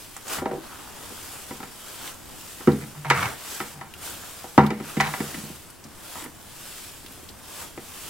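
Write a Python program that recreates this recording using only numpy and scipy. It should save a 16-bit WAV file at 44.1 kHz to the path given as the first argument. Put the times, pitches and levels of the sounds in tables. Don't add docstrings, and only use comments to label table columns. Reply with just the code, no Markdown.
import sys
import numpy as np
from scipy import signal
from scipy.fft import rfft, irfft, next_fast_len
from scipy.io import wavfile
from scipy.ndimage import uniform_filter1d, map_coordinates

SR = 44100
rng = np.random.default_rng(int(sys.argv[2]) if len(sys.argv) > 2 else 0)


def digitize_waveform(pressure):
    field = np.atleast_2d(pressure).T
    bounded = np.clip(field, -1, 1)
    quanta = np.round(bounded * 32767).astype(np.int16)
    wavfile.write(sys.argv[1], SR, quanta)


N = 356769

# frequency in Hz, relative level per Hz in dB.
AIR_SPECTRUM = [(20, 1), (35, -5), (60, 2.5), (85, 3.5), (150, -1), (330, -2), (550, -10), (800, -9),
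                (1500, -15), (4000, -29), (16000, -48)]
HISS_SPECTRUM = [(300, -10.5), (1000, -4.5), (2200, -2.5), (3100, 0.5), (4200, -2.5), (5200, -0.5),
                 (6200, -2), (7800, 1), (10000, -1), (13000, -2.5), (16000, -5)]
CRUNCH_SPECTRUM = [(100, -10.5), (300, 3), (550, 2.5), (800, 3.5), (1150, 3.5), (1600, 1.5), (2150, -7.5),
                   (3000, -5.5), (4500, -11.5), (9000, -23)]
# frequency in Hz, left-right likeness, 0 to 1.
HEAP_LIKENESS = [(60, 0.74), (300, 0.23), (700, 0.52), (1300, 0.84), (2400, 0.73), (4400, 0.54),
                 (8000, 0.37), (15000, 0.091)]
BIN_LIKENESS = [(100, 0.99), (500, 0.9), (1200, 0.77), (2400, 0.47), (4500, 0.62), (12000, 0.86)]
# crest, rise and fall in seconds, relative hiss level in dB,
# crunch offset from that level in dB.
FORK_STROKES = [(0.0, .1, 0.45, -47, -11), (0.337, 0.064, 0.063, -32, 4), (.68, 0.19, 0.78, -49.5, 8.5),
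                (1.25, 0.48, 0.66, -43, -1), (1.92, 0.24, 0.21, -44.5, -1), (2.07, 0.14, 0.084, -40, 3),
                (2.5, 0.46, 0.73, -44.5, -3), (3.22, 0.12, 0.16, -39.5, 10), (3.54, 0.2, 0.2, -38, -1),
                (4.07, 0.081, 0.13, -38, -1.5), (4.3, 0.32, 0.42, -44, 0), (4.89, .08, 0.13, -42.5, 4.5),
                (5.17, 0.28, 0.29, -40.5, 4), (5.35, 0.3, 0.34, -42.5, -20), (6.19, 0.24, 0.1, -41.5, 0.5),
                (6.78, 0.41, .28, -42.5, -6.5), (7.17, 0.34, 0.32, -50, -15), (7.61, .19, 0.1, -40.5, 2),
                (8.09, 0.34, .2, -41.5, -4.5)]
# start in seconds, relative level in dB, boom and tine clank offsets
# from that level in dB, boom and clack centres in Hz.
FORK_KNOCKS = [(.164, -31, -29, -15, 352, 1230), (0.385, -25, -13, -13, 100, 1290),
               (.417, -26, -4, -27, 330, 675), (.457, -15.5, -10.5, -22, 375, 670),
               (.512, -23.5, -9, -21, 344, 676), (.533, -28.5, -4.5, -29, 377, 670),
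               (1.105, -40.5, -3.5, -19, 290, 900), (1.508, -28, -6.5, -14.5, 334, 970),
               (1.602, -29.5, -9, -20, 288, 1100), (1.629, -29.5, -9.5, -12.5, 246, 1070),
               (2.605, -32.5, -10, -23, 330, 1400), (2.673, -15, 5, -19, 287, 1360),
               (3.047, -25.5, -32, -14, 137, 1050), (3.101, -6.5, -37, -10.5, 477, 1310),
               (3.108, -5.5, -21.5, -14.5, 480, 1330), (3.228, -19.5, -21, -8, 136, 1100),
               (3.602, -20, -15.5, -13, 292, 1170), (3.811, -26.5, -19, -13.5, 151, 980),
               (4.441, -29, -14, -24, 403, 775), (4.578, 0.5, -8, -23, 210, 910),
               (4.636, -21, -1, -20, 216, 780), (4.704, -23, -7, -9, 266, 920),
               (4.8, -32, -4.5, -11, 260, 1000), (4.968, -27.5, 6.5, -7.5, 194, 940),
               (5.001, -9.5, -31, -12, 150, 1020), (5.008, -12, -26, -8, 150, 1300),
               (5.138, -19.5, -22, -10.5, 150, 980), (5.204, -26, 2.5, -9, 237, 900),
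               (5.344, -37, 1.5, 0, 218, 1250), (5.852, -48.5, 6.5, -9, 223, 800),
               (6.155, -29.5, -20, -19, 330, 1000), (6.26, -38.5, -3.5, -11, 280, 1100),
               (7.776, -31.5, -4, -11.5, 356, 730)]
# frequency in Hz, relative level in dB, base t60 in seconds.
WALL_MODES = [(83, -8, 0.5), (146.6, -1, 0.31), (213.6, -3.5, 0.31), (267.7, 2.5, 0.062),
              (354.7, 2.5, 0.098), (396, -5.5, 0.22), (483, -4, 0.25), (518, -6, 0.084), (646, -9.5, 0.1),
              (776, -4.5, 0.16), (965.5, -6.5, 0.13), (1217, -18, 0.16), (1296, -4, 0.082),
              (1385, -12, 0.2), (1580, -32, 0.1), (1774, -14.5, 0.1), (1812, -12, 0.14),
              (1937, -15.5, 0.08), (1992, -9, 0.14), (2260, -22, 0.37), (2775, -16.5, .13),
              (3000, -14, 0.087), (3710, -18, 0.1)]
# frequency in Hz, relative level per Hz in dB.
CLATTER_SPECTRUM = [(50, -15), (130, -4), (280, -0.5), (450, -3), (620, -10.5), (900, -5), (1400, -12.5),
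                    (2250, -8.5), (2650, -20), (3600, -26), (5000, -25.5), (9000, -32), (16000, -60)]
# frequency in Hz, base t60 in seconds.
CLATTER_DECAY = [(100, 0.51), (500, 0.31), (2000, 0.32), (4000, 0.33), (10000, 0.069)]
# start in seconds, relative level in dB, pitch in Hz.
SNAPS_AND_TICKS = [(.166, -23.5, 7800), (.281, -21, 6950), (2.075, -22, 3000), (2.718, -29, 4100),
                   (3.1, -15.5, 6530), (3.938, -24.5, 2810), (4.664, -19.5, 3460), (5.003, -19, 3400),
                   (5.007, -15.5, 6550), (5.702, -29, 9900), (5.84, -29.5, 5600), (6.241, -24, 10400),
                   (7.062, -24.5, 3250), (7.122, -31, 12500), (7.289, -26, 4300)]
# start and end in seconds, boom, clack and clank levels in dB,
# boom and clack centres in Hz.
TINE_SCRAPES = [(0.431, 0.572, -39.5, -47.5, -72, 326, 650), (2.811, 2.85, -38, -51, -45.5, 136, 900),
                (2.94, 2.986, -44, -53.5, -56, 144.3, 900), (3.054, 3.117, -30.5, -37, -43, 134, 1000),
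                (3.116, 3.268, -35.5, -30.5, -34.5, 132.6, 1280), (3.726, 3.8, -46, -53, -56, 131, 910),
                (5.004, 5.082, -42, -34, -35, 151, 1000), (6.173, 6.265, -47.5, -47.5, -49, 318, 985)]
# start and end in seconds, thud level in dB, boom centre in Hz.
TIPPED_FORKFULS = [(5.376, 5.53, -36.5, 207), (7.039, 7.32, -49, 310)]


def amp(db):
    return 10 ** (np.asarray(db) / 20)


def unit(x):
    return x / np.sqrt(np.mean(x ** 2) + 1e-20)


def along(points, hz):
    knots_hz, values = np.transpose(points)
    return np.interp(np.log(hz + 1), np.log(knots_hz), values)


def wobble(rate):
    knots = rng.standard_normal(int(N * rate / SR) + 4)
    return map_coordinates(knots, [np.arange(N) * rate / SR])


def filtered(x, response):
    n = x.shape[-1]
    padded = next_fast_len(n + 4096)
    return irfft(rfft(x, padded) * response(np.fft.rfftfreq(padded, 1 / SR)), padded)[..., :n]


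def spread(pair, spectrum, likeness):
    def response(hz):
        width = np.arccos(np.clip(along(likeness, hz), -1, 1)) / 2
        return amp(along(spectrum, hz)) * [np.cos(width), np.sin(width)]
    mid, side = filtered(pair, response)
    return unit(np.array([mid + side, mid - side]))


def noise(samples, spectrum, likeness):
    return spread(rng.standard_normal((2, samples)), spectrum, likeness)


def add(track, start, sound):
    part = track[:, max(round(start * SR), 0):][:, :sound.shape[-1]]
    part += sound[:, :part.shape[-1]]


def ticks(rate, scatter_db):
    struck = rng.random((2, N)) < rate / SR
    size = rng.standard_normal((2, N)) * amp(scatter_db * rng.standard_normal((2, N)))
    return unit(struck * size / np.sqrt(rate))


def open_air():
    return amp(-49.5 + 1.3 * wobble(5.2)) * noise(N, AIR_SPECTRUM, HEAP_LIKENESS)


def stroke_levels(drop_db=11.5, roundness=1.56):
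    t = np.arange(N) / SR
    hiss, crunch = amp(-55.5) ** 2, amp(-51.5) ** 2
    for crest, rise, fall, db, crunch_db in FORK_STROKES:
        away = np.abs(t - crest) / np.where(t < crest, rise, fall)
        power = amp(db - drop_db * away ** roundness) ** 2
        hiss += power
        crunch += power * amp(crunch_db) ** 2
    return 10 * np.log10(hiss), 10 * np.log10(crunch)


def shimmer(pair, depth_db=1.5):
    frames = signal.stft(pair, nperseg=1024)[2]
    patches = uniform_filter1d(rng.standard_normal(frames.shape[1:]), size=5, axis=0)
    patches = uniform_filter1d(patches, size=7, axis=1)
    return signal.istft(frames * amp(depth_db * unit(patches)), nperseg=1024)[1][:, :N]


def heap_rustle():
    hiss_db, crunch_db = stroke_levels()
    flow = amp(hiss_db - hiss_db.max())
    flutter_db = wobble(45)
    flicks = ticks(900 + 5000 * flow, scatter_db=1.5)
    edges = shimmer(rng.standard_normal((2, N)) + .33 * flicks)
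    hiss_gain = amp(hiss_db + 3 + .5 * flutter_db + .66 * wobble(170))
    hiss = hiss_gain * spread(edges, HISS_SPECTRUM, HEAP_LIKENESS)
    folds = shimmer(ticks(4000 + 9000 * flow, scatter_db=2))
    crunch = amp(crunch_db - 4 + flutter_db) * spread(folds, CRUNCH_SPECTRUM, HEAP_LIKENESS)
    return hiss + crunch


def wall_ring(decay_scale, clatter_db=-6, slap_db=6, slap_t60=.045):
    t = np.arange(SR // 2) / SR
    hz, db, t60 = np.transpose(WALL_MODES)[:, :, None]
    scatter_db, phase = rng.standard_normal((2, len(WALL_MODES), 1))
    loaded_hz = hz * (1 + .0045 * rng.standard_normal(hz.shape))
    envelopes = amp(db + scatter_db - 60 * t / (t60 * decay_scale))
    modes = envelopes * np.sin(2 * np.pi * (loaded_hz * t + phase))
    crowd = noise(len(t), CLATTER_SPECTRUM, BIN_LIKENESS)
    band_hz, frame_s, frames = signal.stft(crowd, SR, nperseg=256)
    band_t60 = decay_scale * along(CLATTER_DECAY, band_hz)[:, None]
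    clatter = signal.istft(frames * amp(-60 * frame_s / band_t60), SR, nperseg=256)[1][:, :len(t)]
    slap = noise(len(t), CLATTER_SPECTRUM, BIN_LIKENESS) * amp(-60 * t / slap_t60)
    return modes.sum(0) + amp(clatter_db) * clatter + amp(slap_db) * slap


def contact(ring, boom_db, clack_db, clank_db, boom_hz, clack_hz, boom_q, span_s):
    def band(edges_hz, kind):
        return signal.sosfilt(signal.butter(3, edges_hz, kind, fs=SR, output="sos"), ring)
    boom = signal.lfilter(*signal.iirpeak(boom_hz, Q=boom_q, fs=SR), band(600, "lowpass"))
    clack = signal.lfilter(*signal.iirpeak(clack_hz, Q=2.3, fs=SR), band([580, 1600], "bandpass"))
    clank = band(1600, "highpass")
    parts = [(boom_db, boom), (clack_db, clack), (clank_db, clank)]
    return sum(amp(db) * part / np.std(part[:, :int(span_s * SR)]) for db, part in parts)


def fork_knocks():
    track = np.zeros((2, N))
    for start, db, boom_db, clank_db, boom_hz, clack_hz in FORK_KNOCKS:
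        force_db = db + max(boom_db, 0)
        ring = wall_ring(decay_scale=np.clip(1.4 + .013 * force_db, .6, 1.1))
        levels_db = db + boom_db + .46, db - 9, db + clank_db + .5
        add(track, start, contact(ring, *levels_db, boom_hz, clack_hz, boom_q=1.29, span_s=.0099))
    return track


def snaps_and_ticks(t60=.051, trim_db=-11, ping_db=-8):
    track = np.zeros((2, N))
    t = np.arange(SR // 16) / SR
    for start, db, hz in SNAPS_AND_TICKS:
        spectrum = [(hz / 8, -20), (hz / 2, -13), (hz, 0), (hz * 2, -13)]
        burst = noise(len(t), spectrum, HEAP_LIKENESS)
        ping = amp(ping_db) * np.sin(2 * np.pi * hz * t)
        add(track, start, amp(db + trim_db - 60 * t / t60) * (burst + ping))
    return track


def tine_scrapes():
    track = np.zeros((2, N))
    slips = ticks(700, scatter_db=1)[0]
    for start, end, *voice in TINE_SCRAPES:
        drag = slips[int(start * SR):int(end * SR)]
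        ring = wall_ring(decay_scale=.48, clatter_db=0, slap_db=16, slap_t60=.01)
        groan = signal.fftconvolve(drag[None], ring, axes=1)
        add(track, start, contact(groan, *voice, boom_q=11, span_s=len(drag) / SR))
    return track


def falling_clumps(gap_s=.065, jitter_s=.0054, scatter_db=.5):
    track = np.zeros((2, N))
    for start, end, thud_db, boom_hz in TIPPED_FORKFULS:
        for due in np.arange(start, end, gap_s):
            late, softness = rng.standard_normal(2)
            db = thud_db - scatter_db * softness
            ring = wall_ring(decay_scale=.7)
            thud = contact(ring, db, db - 16, db - 30, boom_hz, clack_hz=835, boom_q=1.9, span_s=.015)
            add(track, due + jitter_s * late, thud)
    return track


def scene(right_lead_s=.00005):
    blows = fork_knocks() + tine_scrapes() + falling_clumps()
    delay_s = np.array([[.5], [-.5]]) * right_lead_s
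    blows = filtered(blows, lambda hz: np.exp(-2j * np.pi * hz * delay_s))
    heap_and_air = heap_rustle() + snaps_and_ticks() + open_air()
    return blows + heap_and_air * amp([[.2], [-.2]])


def record(dry):
    clipped = dry / (1 + np.abs(dry) ** 8) ** (1 / 8)
    return filtered(clipped, lambda hz: hz < 15900)


dry = scene()
out = record(dry)
digitize_waveform(out)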